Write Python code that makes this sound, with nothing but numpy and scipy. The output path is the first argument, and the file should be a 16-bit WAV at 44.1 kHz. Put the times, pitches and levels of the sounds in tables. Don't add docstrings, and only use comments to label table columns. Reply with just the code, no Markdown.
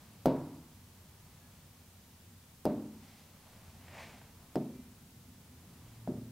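import sys
import numpy as np
from scipy import signal
from scipy.fft import rfft, irfft
from scipy.io import wavfile
from scipy.ndimage import uniform_filter1d

SR = 44100
rng = np.random.default_rng(int(sys.argv[2]) if len(sys.argv) > 2 else 0)


def to_wav(s):
    ch = np.atleast_2d(s).T
    pcm = np.round(np.clip(ch, -1, 1) * 32767)
    wavfile.write(sys.argv[1], SR, pcm.astype(np.int16))


N = 278271
T = np.arange(N) / SR

# time in seconds, level in dB.
BASS_LEVEL = [(0, -58), (1.2, -59.5), (3.5, -59), (4, -55.5), (4.8, -59), (5.7, -55), (6.31, -56)]
# frequency in Hz, relative density in dB per Hz.
BASS_COLOUR = [(12, -58), (20, -9), (32, -31.5), (59, -7), (69, -10.5), (87, -0.5), (118, -8.5),
               (151, -7.5), (252, -11.5), (276, -18), (500, -25.5), (650, -51), (1100, -120)]
# time in seconds, level in dB.
MURMUR_LEVEL = [(0, -65), (.6, -68.5), (1.5, -67.5), (2.4, -70), (4, -65), (5.2, -70), (5.9, -65.5),
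                (6.31, -68.5)]
# frequency in Hz, relative density in dB per Hz.
MURMUR_COLOUR = [(300, -10.5), (600, 2.5), (1000, 1.5), (1400, -3), (2500, -7), (5000, -11), (10000, -17)]
# frequency in Hz, relative density in dB per Hz.
HISS_COLOUR = [(12, -43), (20, -10), (145, -7.5), (283, -5), (334, -3.5), (840, -4), (913, -4.5),
               (2560, -4.5), (3200, -4), (15700, -5.5)]
# start in seconds, then gains in dB of thump, tip tick, tick sheen, knock edge,
# wall echo, echo tail, tail mids and tail treble, and last the flutter depth from 0 to 1.
KNOCKS = [(.2572, -11.5, -32, -1, -21.5, -17, -37.5, 4.5, 4.5, 0.08),
          (2.6533, -18, -34.5, -2.5, -29, -2.5, -41.5, -0.5, 1.5, 0.06),
          (4.5559, -21.5, -41, -6, -28.5, -7, -47.5, -4, 0, 0.32),
          (6.0752, -27, -59, -10, -41, -14, -51.5, -9, -13, 0.17)]
# frequency in Hz, width of each filter pass in Hz, gain in dB.
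TICK_BANDS = [(3110, 2200, -0.5), (5000, 250, 10), (6600, 630, -2), (8700, 1400, -0.5)]
# frequency in Hz, 60 dB decay in seconds, level in dB for each of four spots.
PANEL_MODES = [(114.3, 0.71, -52, -61, -51, -56), (138.7, 0.49, -31, -49, -35.5, -38),
               (157.4, 0.97, -37.5, -41.5, -47, -46), (186.5, 0.38, -32.5, -38, -34.5, -37.5),
               (216.4, 1, -49, -34.5, -40.5, -41), (248, 0.84, -36, -38, -35.5, -38),
               (264.4, 0.69, -28, -35.5, -41, -42.5), (300.4, 0.69, -47, -34, -52, -59),
               (308.3, 0.27, -29.5, -37.5, -37, -48), (334, 0.43, -31.5, -37, -43.5, -41.5),
               (365, 0.32, -37, -48, -35, -40), (385.3, 0.55, -42, -41, -41.5, -47),
               (423.5, 0.39, -30.5, -36.5, -41.5, -44), (439.7, 0.18, -37, -37, -40, -46),
               (502, 0.25, -44, -51, -44.5, -61), (518, 0.19, -26, -45, -45, -54),
               (553, 0.36, -35, -44, -46, -51), (601, 0.43, -38, -35.0, -45, -50),
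               (628, 0.31, -31, -36.0, -43.5, -47), (667, 0.38, -36, -43, -54, -58),
               (689, 0.3, -38, -37, -43.5, -64), (745, 0.25, -42, -38.5, -43.5, -56),
               (826, 0.2, -43, -46, -64, -68), (895, 0.7, -52, -52.5, -61, -66),
               (914, 0.37, -37.5, -52, -53, -64), (972, 0.64, -45, -59, -69, -84),
               (1074, 0.46, -60, -64, -68, -79), (1110, 0.67, -55, -68, -75, -82),
               (1294, 0.16, -53, -75, -65, -64)]
# frequency in Hz, relative level in dB, 60 dB decay in seconds.
ECHO_BANDS = [(122.5, -6.5, 1), (265, 7, 0.74), (520, 2.5, 0.52), (845, -14, 0.94), (1480, -30, 0.43),
              (2330, -22.5, 0.39), (3950, -21.5, 0.28), (6500, -30, 0.16), (10900, -20, 0.082)]
# start in seconds, end in seconds, first pitch in Hz, upward glide in Hz, level in dB.
TONES = [(1.368, 1.53, 1680, 30, -76.5), (5.24, 5.342, 253, 6, -61.5), (5.48, 5.588, 250.4, 5, -60.5),
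         (5.82, 6.5, 113.5, 2.5, -52.5)]
# full pressure in seconds, hold in seconds, then levels in dB
SCUFFS = [(3.022, 0.17, -72.5, -73, -69), (3.47, 0.22, -69, -76, -72.5), (3.973, 0.053, -54.5, -54, -59.5),
          (4.13, 0.037, -68, -73.5, -77)]
# frequency in Hz, width of each filter pass in Hz, lag in seconds.
SOLE_BANDS = [(720, 670, 0.001), (2100, 1280, .015), (3620, 5800, .03)]
# start in seconds, level in dB, frequency in Hz.
GRIT = [(3.681, -61, 1500), (3.882, -53, 2200), (4.131, -60, 900), (4.215, -50.5, 800)]
HORN_HARMONICS = {7: -78, 8: -76.5, 10: -82}

THUMP_HZ, THUMP_ONSET_S, WALL_DELAY_S = 556, 0.00021, 0.0118
CLICK_S, CLICK_DB, CHATTER_DB = 0.0006, 13.5, 2
SHEEN_HZ, SHEEN_WIDTH_HZ = 12800, 5300
EDGE_HZ, EDGE_WIDTH_HZ = 1350, 1520
BUILD_CYCLES, ECHO_BUILD_S = 1.4, 0.0017
FLUTTER_S, FLUTTER_PEAK_S = 0.0458, 0.014
SCUFF_RISE_DB_PER_S, SCUFF_FALL_DB_PER_S = 116, 116
HORN_START_S, HORN_END_S, HORN_HZ = 4.70, 4.88, 293
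HISS_DB, SHARED_HISS_DB = -63, -7
TOP_HZ = 15750


def undb(db):
    return 10 ** (np.asarray(db) / 20)


def unit(x):
    return x / np.sqrt(np.mean(x ** 2))


def band(x, hz, width_hz):
    return signal.lfilter(*signal.iirpeak(hz, hz / width_hz, fs=SR), x)


def steep(x, hz, width_hz):
    return band(band(x, hz, width_hz), hz, width_hz)


def coloured(points):
    hz, db = np.transpose(points)
    f = np.maximum(np.arange(N // 2 + 1) * SR / N, 1)
    gain = undb(np.interp(np.log(f), np.log(hz), db))
    return unit(irfft(rfft(rng.standard_normal(N)) * gain, N))


def walk(rate):
    hold = int(SR / rate)
    steps = np.repeat(rng.standard_normal(N // hold + 1), hold)
    return unit(uniform_filter1d(uniform_filter1d(steps, hold), hold)[:N])


def curve(points):
    return np.interp(T, *np.transpose(points))


def fade(t, t60):
    return undb(-60 * t / t60)


def add(out, s, x):
    i = int(s * SR)
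    out[i:i + len(x)] += x[:len(out) - i]


def traffic_bass():
    return undb(curve(BASS_LEVEL) + 0.49 * walk(4.95)) * coloured(BASS_COLOUR)


def murmur():
    colour = [(150, -34)] + MURMUR_COLOUR
    return undb(curve(MURMUR_LEVEL) + 0.5 * walk(8.0)) * coloured(colour)


def panel_thump(t):
    swing = -np.sin(2 * np.pi * THUMP_HZ * t) * np.exp(-((t * THUMP_HZ - 0.62) / 0.56) ** 2)
    return swing * (1 - np.exp(-t / THUMP_ONSET_S))


def mount_sway(t):
    return undb(-29.5) * np.sin(2 * np.pi * 50 * t) * fade(t, 0.22)


def tip_contact(t):
    chatter = undb(CHATTER_DB) * np.exp(-((t - 0.0010) / 0.0005) ** 2)
    scatter = undb(-12) * (t > 0.001) * fade(t, 0.054)
    burst = np.sign(rng.standard_normal(len(t))) * (chatter + scatter)
    burst[int(CLICK_S * SR)] -= undb(CLICK_DB)
    return burst


def tip_tick(burst, sheen_db):
    tick = sum(undb(db) * steep(burst, hz, width) for hz, width, db in TICK_BANDS)
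    return tick + undb(sheen_db) * steep(burst, SHEEN_HZ, SHEEN_WIDTH_HZ)


def ring(t, spot):
    hz, t60, db = (np.array(PANEL_MODES)[:, c, None] for c in (0, 1, 2 + spot))
    phase = 2 * np.pi * rng.random((len(PANEL_MODES), 1))
    rise = 1 - np.exp(-t * hz / BUILD_CYCLES)
    modes = undb(db) * rise * fade(t, t60) * np.sin(2 * np.pi * hz * t + phase)
    return np.sum(modes, axis=0)


def echoes(t, mids_db, treble_db):
    out = 0
    for hz, db, t60 in ECHO_BANDS:
        noise = unit(steep(rng.standard_normal(len(t)), hz, 0.59 * hz))
        blow_db = 0 if hz < 700 else mids_db if hz < 2000 else treble_db
        out = out + undb(db + blow_db) * fade(t, t60) * noise
    return out * (1 - np.exp(-t / ECHO_BUILD_S))


def knocks():
    out, t = np.zeros(N), np.arange(int(1.2 * SR)) / SR
    for spot, row in enumerate(KNOCKS):
        s, thump_db, tick_db, sheen_db, edge_db, wall_db, echo_db, mids_db, treble_db, depth = row
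        thump = panel_thump(t)
        burst = tip_contact(t)
        add(out, s, undb(thump_db) * (thump + mount_sway(t)))
        add(out, s, undb(tick_db) * tip_tick(burst, sheen_db))
        add(out, s, undb(edge_db) * steep(burst, EDGE_HZ, EDGE_WIDTH_HZ))
        add(out, s + WALL_DELAY_S, undb(thump_db + wall_db) * thump)
        flutter = 1 + depth * np.cos(2 * np.pi * (t - FLUTTER_PEAK_S) / FLUTTER_S)
        tail = ring(t, spot) + undb(echo_db) * echoes(t, mids_db, treble_db)
        add(out, s, flutter * tail)
    return out


def swelling_tones(rows):
    out = np.zeros(N)
    for start, end, hz, glide_hz, db in rows:
        t = np.arange(int((end - start) * SR)) / SR
        cycles = hz * t + glide_hz * t ** 3 / (3 * t[-1] ** 2)
        swell = np.sin(np.pi * t / t[-1]).clip(0) ** 0.62
        add(out, start, undb(db) * np.sqrt(2) * swell * np.sin(2 * np.pi * cycles))
    return out


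def faint_tones():
    return swelling_tones(TONES)


def scuffs():
    grain, out = undb(1.2 * walk(90)), 0
    for k, (hz, width, lag) in enumerate(SOLE_BANDS):
        level = 0
        for s, hold, *peak_db in SCUFFS:
            t = T - s - lag
            rise_db = SCUFF_RISE_DB_PER_S * (-t).clip(0)
            fall_db = SCUFF_FALL_DB_PER_S * (t - hold).clip(0)
            level = level + undb(peak_db[k] - rise_db - fall_db)
        out = out + level * unit(steep(grain * rng.standard_normal(N), hz, width))
    return out


def grit():
    out, t = np.zeros(N), np.arange(int(0.04 * SR)) / SR
    for s, db, hz in GRIT:
        noise = unit(steep(rng.standard_normal(len(t)), hz, hz))
        add(out, s, undb(db) * noise * fade(t, 0.027))
    return out


def far_horn():
    return swelling_tones([(HORN_START_S, HORN_END_S, k * HORN_HZ, 0, db) for k, db in HORN_HARMONICS.items()])


def scene():
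    outside = traffic_bass() + murmur()
    mono = outside + knocks() + faint_tones() + scuffs() + grit() + far_horn()
    return np.tile(mono, (2, 1))


def record(dry):
    own = np.array([coloured(HISS_COLOUR), coloured(HISS_COLOUR)])
    shared = undb(SHARED_HISS_DB) * coloured(HISS_COLOUR)
    hiss = undb(HISS_DB) * (own + shared)
    top_cut = signal.ellip(10, 0.2, 60, TOP_HZ, fs=SR, output="sos")
    return signal.sosfilt(top_cut, dry + hiss)


dry = scene()
out = record(dry)
to_wav(out)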